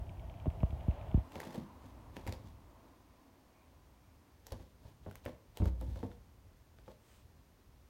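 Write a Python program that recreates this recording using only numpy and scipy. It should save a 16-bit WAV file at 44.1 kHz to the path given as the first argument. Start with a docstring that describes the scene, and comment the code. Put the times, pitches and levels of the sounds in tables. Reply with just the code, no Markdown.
"""A cat pouncing on carpet

A cat chases a toy in a small room, in two bursts. Its paws excite the modes of the wooden floor;
its claws pluck the pile, and sliding adds friction noise. At first deep, falling thumps sound close by
over a muffled rumble with faint ticks; then a hollow rush fades into the room's hiss."""
import sys
import numpy as np
from scipy import signal
from scipy.fft import rfft, irfft, next_fast_len
from scipy.io import wavfile
from scipy.ndimage import map_coordinates

SR = 44100
rng = np.random.default_rng(int(sys.argv[2]) if len(sys.argv) > 2 else 0)


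def unload_wav(signal):
    """Save mono or channel-first audio to the path in sys.argv[1] as 16-bit WAV at rate SR, clipped to [-1, 1]."""
    wavfile.write(
        sys.argv[1],
        SR,
        np.round(np.clip(np.atleast_2d(signal).T, -1, 1) * 32767).astype(np.int16),
    )


N = 348208

# Each row: start in seconds, knock, weight and pat strengths in dB, second paw's offset in dB.
LANDINGS = [(1.357, -36, -49, -41.5, -8.5), (1.465, -33.5, -58, -55, -5), (1.547, -40, -63, -46, -7),
            (1.577, -23.5, -55, -55.5, -5), (1.84, -43, -55.5, -61, -10), (2.167, -35, -62, -53.5, -7),
            (2.264, -34, -36, -50, -2.5), (2.325, -65, -45, -56, -14), (2.445, -42, -59, -71, -12),
            (4.52, -42.5, -38, -46.5, -7), (4.598, -49, -46, -59, -8), (4.852, -53, -47, -59.5, -15),
            (5.063, -37.5, -43, -48, -5), (5.26, -41.5, -42, -42, -3.5), (5.601, -27.5, -30, -46, 3),
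            (5.656, -32, -36, -47.5, -9), (5.814, -38.5, -48, -49.5, -16), (5.878, -39, -50, -67, -6),
            (5.961, -60, -52, -50.5, -9), (6.03, -27, -39, -42, -9.5), (6.8799, -44, -65, -51.5, -10)]
# Each row: a mode's frequency in Hz, gain in dB, 60 dB decay time in seconds.
BOARD_MODES = [(69.6, 3.5, 0.094), (84.6, -4, 0.19), (99.6, 3, 0.15), (154, -7, 0.16), (197.5, -2.5, 0.12),
               (248.2, -5, 0.15), (328.5, -3.5, 0.14), (421, -7, 0.077), (521.3, -4, 0.12),
               (627.3, -10.5, 0.16), (745, -13.5, 0.13), (904, -7, 0.064), (1093, -14.5, 0.12)]
# Heavy landings that swing the whole floor. Each row: start in seconds, level in dB.
FLOOR_BOOMS = [(5.655, -27.5), (5.717, -33.5), (5.883, -36)]
# Each row: start in seconds, base level in dB, relative treble in dB, pitch in Hz.
CLAW_SNAGS = [(1.3209, -45, -16, 2290), (1.3566, -36.5, -24, 2300), (1.4026, -34, -8, 1870),
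              (1.432, -34, -38, 1480), (2.1675, -34.5, -21, 2230), (2.2672, -39.5, -14, 2100),
              (2.2756, -35.5, -11, 2040), (2.3245, -33.5, -18.5, 4560), (4.4681, -37.5, -7, 5130),
              (4.522, -34.5, -13, 4360), (5.1123, -44.5, -14, 1630), (5.1557, -39.5, -7, 2210),
              (5.2534, -42.5, -5, 2210), (5.2623, -35, -24, 1890), (5.5724, -34, -10.5, 3070),
              (5.657, -38, -16.5, 1390), (5.812, -44.5, -6, 3140), (5.9596, -48, -20, 1670),
              (6.116, -44.5, -40, 1530), (6.7868, -48.5, -30, 1360), (6.88, -52, -26, 1090)]
# Louder scuffs of paws on the carpet. Each row: centre in seconds, length in seconds, base level in dB.
FIRM_SCUFFS = [(1.36, 0.063, -58.5), (1.455, 0.079, -57.5), (1.548, 0.06, -57.5), (2.2, 0.047, -67),
               (2.287, 0.026, -58), (5.665, 0.047, -58.5), (5.985, 0.12, -65)]
# Each row: start in seconds, push level in dB, tap level in dB, pitch drop in Hz, length in seconds.
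CLOSE_THUMPS = [(.458, -33, -34, 300, 0.01), (.4675, -19, -36.5, 483, 0.0042),
                (0.4766, -21, -46, 240, .017), (.632, -18, -28, 308, 0.02), (.727, -30, -46, 252, .019),
                (0.8825, -19, -38, 325, 0.026), (1.1438, -16.5, -35.5, 443, 0.024),
                (1.1757, -23, -43, 386, 0.016)]
# Each row: centre in seconds, length in seconds, pitch in Hz, level in dB.
FAINT_SQUEAKS = [(3.6, .11, 2330, -79), (4.08, .14, 2330, -84)]
# Each row: time in seconds, relative level in dB.
RUMBLE_LEVELS = [(1.25, -64), (2.49, -56.5), (3.17, -72), (5.01, -61.5), (5.6, -66.5), (5.79, -51.5),
                 (5.93, -50), (6.12, -61.5), (6.45, -64), (7.9, -64)]
# Each row: frequency in Hz, 60 dB decay time in seconds.
ROOM_DECAY = [(100, 0.4), (500, 0.41), (3000, 0.33), (12000, 0.23)]

# Spectral envelopes. Each row: frequency in Hz, relative level in dB.
PAT_SPECTRUM = [(100, -14), (216, -5), (540, 7), (788.4, -4), (1500, -14), (4000, -32), (9000, -55)]
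CLAW_SPECTRUM = [(150, -13), (500, 14.5), (1200, 2.5), (1900, -1), (3000, -2), (5000, -6), (8000, -4),
                 (10500, -6.5), (13000, -2.5), (16000, -9)]
RUB_SPECTRUM = [(150, -16), (300, 9), (450, 7), (650, 3), (900, 10.5), (1250, -7.5), (1900, -1.5),
                (3000, -6), (6000, -33.5)]
FIZZ_SPECTRUM = [(500, -12), (1800, -1.5), (3300, 5), (5000, -3), (6500, -5.5), (8500, -11.5),
                 (10500, -11.5), (13000, -12), (16000, -13)]
BRUSH_SPECTRUM = [(1000, -2), (3000, -1), (5500, -8), (8500, -4), (11000, -16), (16000, -10)]
TAP_SPECTRUM = [(80, -11), (350, -1.5), (630, 17), (820, 1.5), (1080, 1.5), (1500, -18), (3000, -19),
                (5000, -53)]
TICK_SPECTRUM = [(1500, -30), (2000, -6), (2250, 2.5), (3200, -3), (3700, -11), (5000, -29)]
ROOM_SPECTRUM = [(100, -1.5), (200, 1), (400, 0), (515, 2.5), (650, -0.5), (850, 1.5), (1300, -3),
                 (6000, -2.5), (14000, -5)]
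RUMBLE_SPECTRUM = [(20, -32), (40, -3), (58, 2.5), (100, -2), (150, -13), (250, -21.5), (450, -31.5),
                   (900, -59.5)]
MUFFLED_SPECTRUM = [(150, -26), (300, -5), (450, -7.5), (610, 2), (670, 5), (740, -1), (900, -4),
                    (1050, -9), (1350, -16), (2000, -20.5), (2350, -20), (3200, -22), (4000, -31),
                    (8000, -54)]
HOLLOW_SPECTRUM = [(120, -23), (260, 9), (420, -5.5), (600, -0.5), (800, -2.5), (1020, 0.5), (1400, -12.5),
                   (2300, -17.5), (3200, -23), (8000, -32.5)]
HISS_SPECTRUM = [(60, -9), (160, -7.5), (300, -9.5), (600, -15), (1200, -20.5), (2000, -22.5), (3300, -26),
                 (6500, -28), (7800, -32.5), (9300, -29.5), (10500, -35.5), (12000, -29), (14500, -33.5),
                 (15700, -29.5)]

TOP_HZ = 16000
TIME = np.arange(N) / SR


def amp(db):
    """Amplitude grows tenfold for every 20 dB."""
    return 10 ** (np.asarray(db) / 20)


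def unit(x):
    """Normalisation to an rms of 1."""
    return x / np.sqrt(np.mean(x ** 2) + 1e-20)


def along(points, hz):
    """Interpolation of (Hz, value) points on a logarithmic frequency axis."""
    f, v = np.transpose(points)
    return np.interp(np.log(hz + 1), np.log(f + 1), v)


def wobble(rate):
    """Smooth random modulation: a spline through `rate` knots a second."""
    knots = rng.standard_normal(int(N * rate / SR) + 4)
    return map_coordinates(knots, [TIME * rate])


def filtered(x, response):
    """Linear filtering multiplies the spectrum by a frequency response."""
    size = next_fast_len(len(x) + SR // 4)
    return irfft(rfft(x, size) * response(np.fft.rfftfreq(size, 1 / SR)), size)[:len(x)]


def noise(spectrum):
    """Spectral shaping turns white noise into coloured noise of rms 1."""
    return unit(filtered(rng.standard_normal(N), lambda hz: amp(along(spectrum, hz))))


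def click(spectrum, size=2048):
    """Minimum phase gives the most compact causal pulse with this spectrum."""
    cepstrum = irfft(np.log(amp(along(spectrum, np.fft.rfftfreq(size, 1 / SR)))))
    cepstrum[1:size // 2] *= 2
    cepstrum[size // 2 + 1:] = 0
    return irfft(np.exp(rfft(cepstrum)))


def add(track, start_s, sound):
    """Superposition of a sound on the track."""
    part = track[round(start_s * SR):][:len(sound)]
    part += sound[:len(part)]


def snap(spectrum, t60, scatter):
    """Convolution colours an impulse and a decaying spray of smaller ones; the peak is 1."""
    t = np.arange(SR // 16) / SR
    force = scatter * rng.standard_normal(len(t)) * amp(-60 * t / t60)
    force[0] = 1
    sound = signal.fftconvolve(force, click(spectrum))
    return sound / np.abs(sound).max()


def paws(pair_s=0.019, attack_s=0.0012, boom_hz=59.9, boom_t60=0.48):
    """Modal excitation: a paw's weight rings the low board modes, its knock and pat the higher ones."""
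    out, t = np.zeros(N), np.arange(SR // 2) / SR
    hz, mode_db, t60 = np.transpose(BOARD_MODES)[:, :, None]
    for start, knock_db, weight_db, pat_db, second_db in LANDINGS:
        blow_db = along([(75, weight_db), (200, knock_db - 6), (600, pat_db + 1.5)], hz)
        for onset, paw_db in [(start, 0), (start + pair_s, second_db)]:
            # Every spot of the floor answers with its own strengths, pitches and signs.
            spot_db = rng.standard_normal(hz.shape)
            detune = 1 + 0.06 * hz / (hz + 200) * rng.standard_normal(hz.shape)
            sign = rng.choice([-1, 1], hz.shape)
            decay = amp(blow_db + paw_db + mode_db + spot_db - 60 * t / t60)
            rise = 1 - np.exp(-t / (attack_s + 0.23 / hz))  # low modes build up more slowly
            modes = sign * rise * decay * np.sin(2 * np.pi * hz * detune * t)
            add(out, onset, modes.sum(axis=0))
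            pad_slap = snap(PAT_SPECTRUM, t60=0.092, scatter=0.065)
            add(out, onset, amp(pat_db + paw_db + 6) * pad_slap)
    for start, db in FLOOR_BOOMS:
        envelope = amp(db - 60 * t / boom_t60) * (1 - np.exp(-t / 0.0066))
        add(out, start, envelope * np.sin(2 * np.pi * boom_hz * t))
    return out


def claws(resonance_db=10, width_octaves=0.46):
    """Plucking: a loop of yarn slips off a claw with a dry tick of its own pitch and brightness."""
    out, hz = np.zeros(N), np.geomspace(100, TOP_HZ, num=60)
    for start, db, treble_db, pitch_hz in CLAW_SNAGS:
        resonance = resonance_db * np.exp(-(np.log2(hz / pitch_hz) / width_octaves) ** 2)
        shelf = along([(3500, 0.017), (10000, treble_db + 11.5)], hz)
        spectrum = np.c_[hz, along(CLAW_SPECTRUM, hz) + resonance + shelf]
        add(out, start, amp(db + 8 + 0.3 * treble_db) * snap(spectrum, t60=0.014, scatter=0.14))
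    return out


def scuffs(fibres_per_s=3000, swish=0.43, slide_s=0.073, pull_s=0.038):
    """Friction: fibres flick back under a sliding paw; a light touch fizzes, a hard push also rubs."""
    # Every landing slides a little, and every freed claw combs on through the pile.
    slides = [(start + 0.022, slide_s, -69) for start, *_ in LANDINGS]
    pulls = [(start + 0.011, pull_s, db - 27) for start, db, *_ in CLAW_SNAGS]
    power = np.zeros(N)
    for centre, length, db in [*FIRM_SCUFFS, *slides, *pulls]:
        near = slice(max(0, round((centre - 2 * length) * SR)), round((centre + 2 * length) * SR))
        power[near] += amp(db) ** 2 * np.exp(-(2 * (TIME[near] - centre) / length) ** 2)
    push = np.sqrt(power)
    flicks = (rng.random(N) < fibres_per_s / SR) * rng.standard_normal(N)
    grain = (unit(flicks) + swish * rng.standard_normal(N)) * amp(2.5 * wobble(150))
    rub = unit(signal.fftconvolve(grain, click(RUB_SPECTRUM))[:N])
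    fizz = unit(signal.fftconvolve(grain, click(FIZZ_SPECTRUM))[:N])
    return push * (amp(4) * (push / push.max()) ** 0.37 * rub + amp(-3) * fizz)


def brush(centre_s=7.13, width_s=0.1):
    """Light friction on the carpet: one airy swish under a Gaussian envelope."""
    return amp(-69.5) * np.exp(-((TIME - centre_s) / width_s) ** 2) * noise(BRUSH_SPECTRUM)


def thumps(end_hz=60, glide_s=0.003, swell_s=0.006):
    """An exponential frequency glide: a dull tap leads a deep push whose pitch drops quickly."""
    out, t = np.zeros(N), np.arange(SR // 10) / SR
    for start, push_db, tap_db, drop_hz, length in CLOSE_THUMPS:
        cycles = end_hz * t + drop_hz * glide_s * (1 - np.exp(-t / glide_s))
        envelope = np.sin(np.pi / 2 * np.minimum(t / swell_s, 1)) * np.exp(-(t / length) ** 2)
        add(out, start, amp(push_db) * envelope * np.sin(2 * np.pi * cycles))
        add(out, start, amp(tap_db) * snap(TAP_SPECTRUM, t60=0.0082, scatter=0.019))
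    return out


def ticks(count=11, first_s=0.094, period_s=0.1021):
    """A periodic pulse train: thin ticks, each with a fainter stray one at a random time nearby."""
    out = np.zeros(N)
    for beat in first_s + period_s * np.arange(count):
        stray = beat + (rng.random() - 0.5) * period_s
        for start, db in [(beat, -50.5), (stray, -58)]:
            gain = amp(db + rng.standard_normal())
            add(out, start, gain * snap(TICK_SPECTRUM, t60=0.016, scatter=0.11))
    return out


def squeaks(width_hz=190):
    """Random modulation widens a tone into a narrow band: fuzzy whistles that swell and fade."""
    out = np.zeros(N)
    for centre, length, hz, db in FAINT_SQUEAKS:
        whistle = unit(wobble(2 * width_hz) * np.sin(2 * np.pi * hz * TIME))
        out += amp(db) * np.exp(-2 * ((TIME - centre) / length) ** 2) * whistle
    return out


def room(x, segments=26, delay_s=0.004):
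    """A small room's short reverberation, redrawn at random about every 0.3 s."""
    out = np.zeros(N)
    for span in np.array_split(np.arange(N), segments):
        hz, t, spectra = signal.stft(rng.standard_normal(SR // 3), SR, nperseg=256)
        decay = amp(-60 * t / along(ROOM_DECAY, hz)[:, None])
        tail = signal.istft(spectra * decay, SR, nperseg=256)[1]
        add(out, span[0] / SR + delay_s, signal.fftconvolve(x[span], tail / np.linalg.norm(tail)))
    return signal.fftconvolve(out, click(ROOM_SPECTRUM))[:N]


def ambience(turn_s=1.222, rise_db_per_s=4.5, fade_db_per_s=5.5):
    """Broadband noise: over rumble and steady hiss, a muffled rush grows, turns hollow and fades."""
    blend = (1 + np.tanh((TIME - turn_s) / 0.018)) / 2
    later_db = np.interp(TIME, *np.transpose(RUMBLE_LEVELS)) + 2.5
    rumble_gain = (1 - blend) * amp(-45.5) + blend * amp(later_db)
    rumble = rumble_gain * amp(2.16 * wobble(6.5)) * noise(RUMBLE_SPECTRUM)
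    muffled = amp(-59.5 + rise_db_per_s * TIME) * noise(MUFFLED_SPECTRUM)
    fade = amp(-57 - fade_db_per_s * (TIME - turn_s))
    hollow = np.hypot(fade, amp(-76)) * noise(HOLLOW_SPECTRUM)
    rush = amp(wobble(8.25)) * ((1 - blend) * muffled + blend * hollow)
    return rumble + rush + amp(-69.5) * noise(HISS_SPECTRUM)


def scene():
    """Superposition of the cat's direct and reverberant sound, the close thumps and the background."""
    steps, snags, drags = paws(), claws(), scuffs()
    reverberation = room(amp(-9) * steps + amp(-7) * snags + amp(-12) * drags)
    cat = steps + snags + drags + reverberation + brush()
    return (cat + thumps() + ticks() + squeaks() + ambience())[None]


def record(dry, corner_hz=12):
    """Band limiting: the microphone loses the deepest bass and everything above TOP_HZ."""
    return filtered(dry[0], lambda hz: (hz < TOP_HZ) * (1j * hz / (1j * hz + corner_hz)) ** 2)[None]


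dry = scene()
out = record(dry)
unload_wav(out)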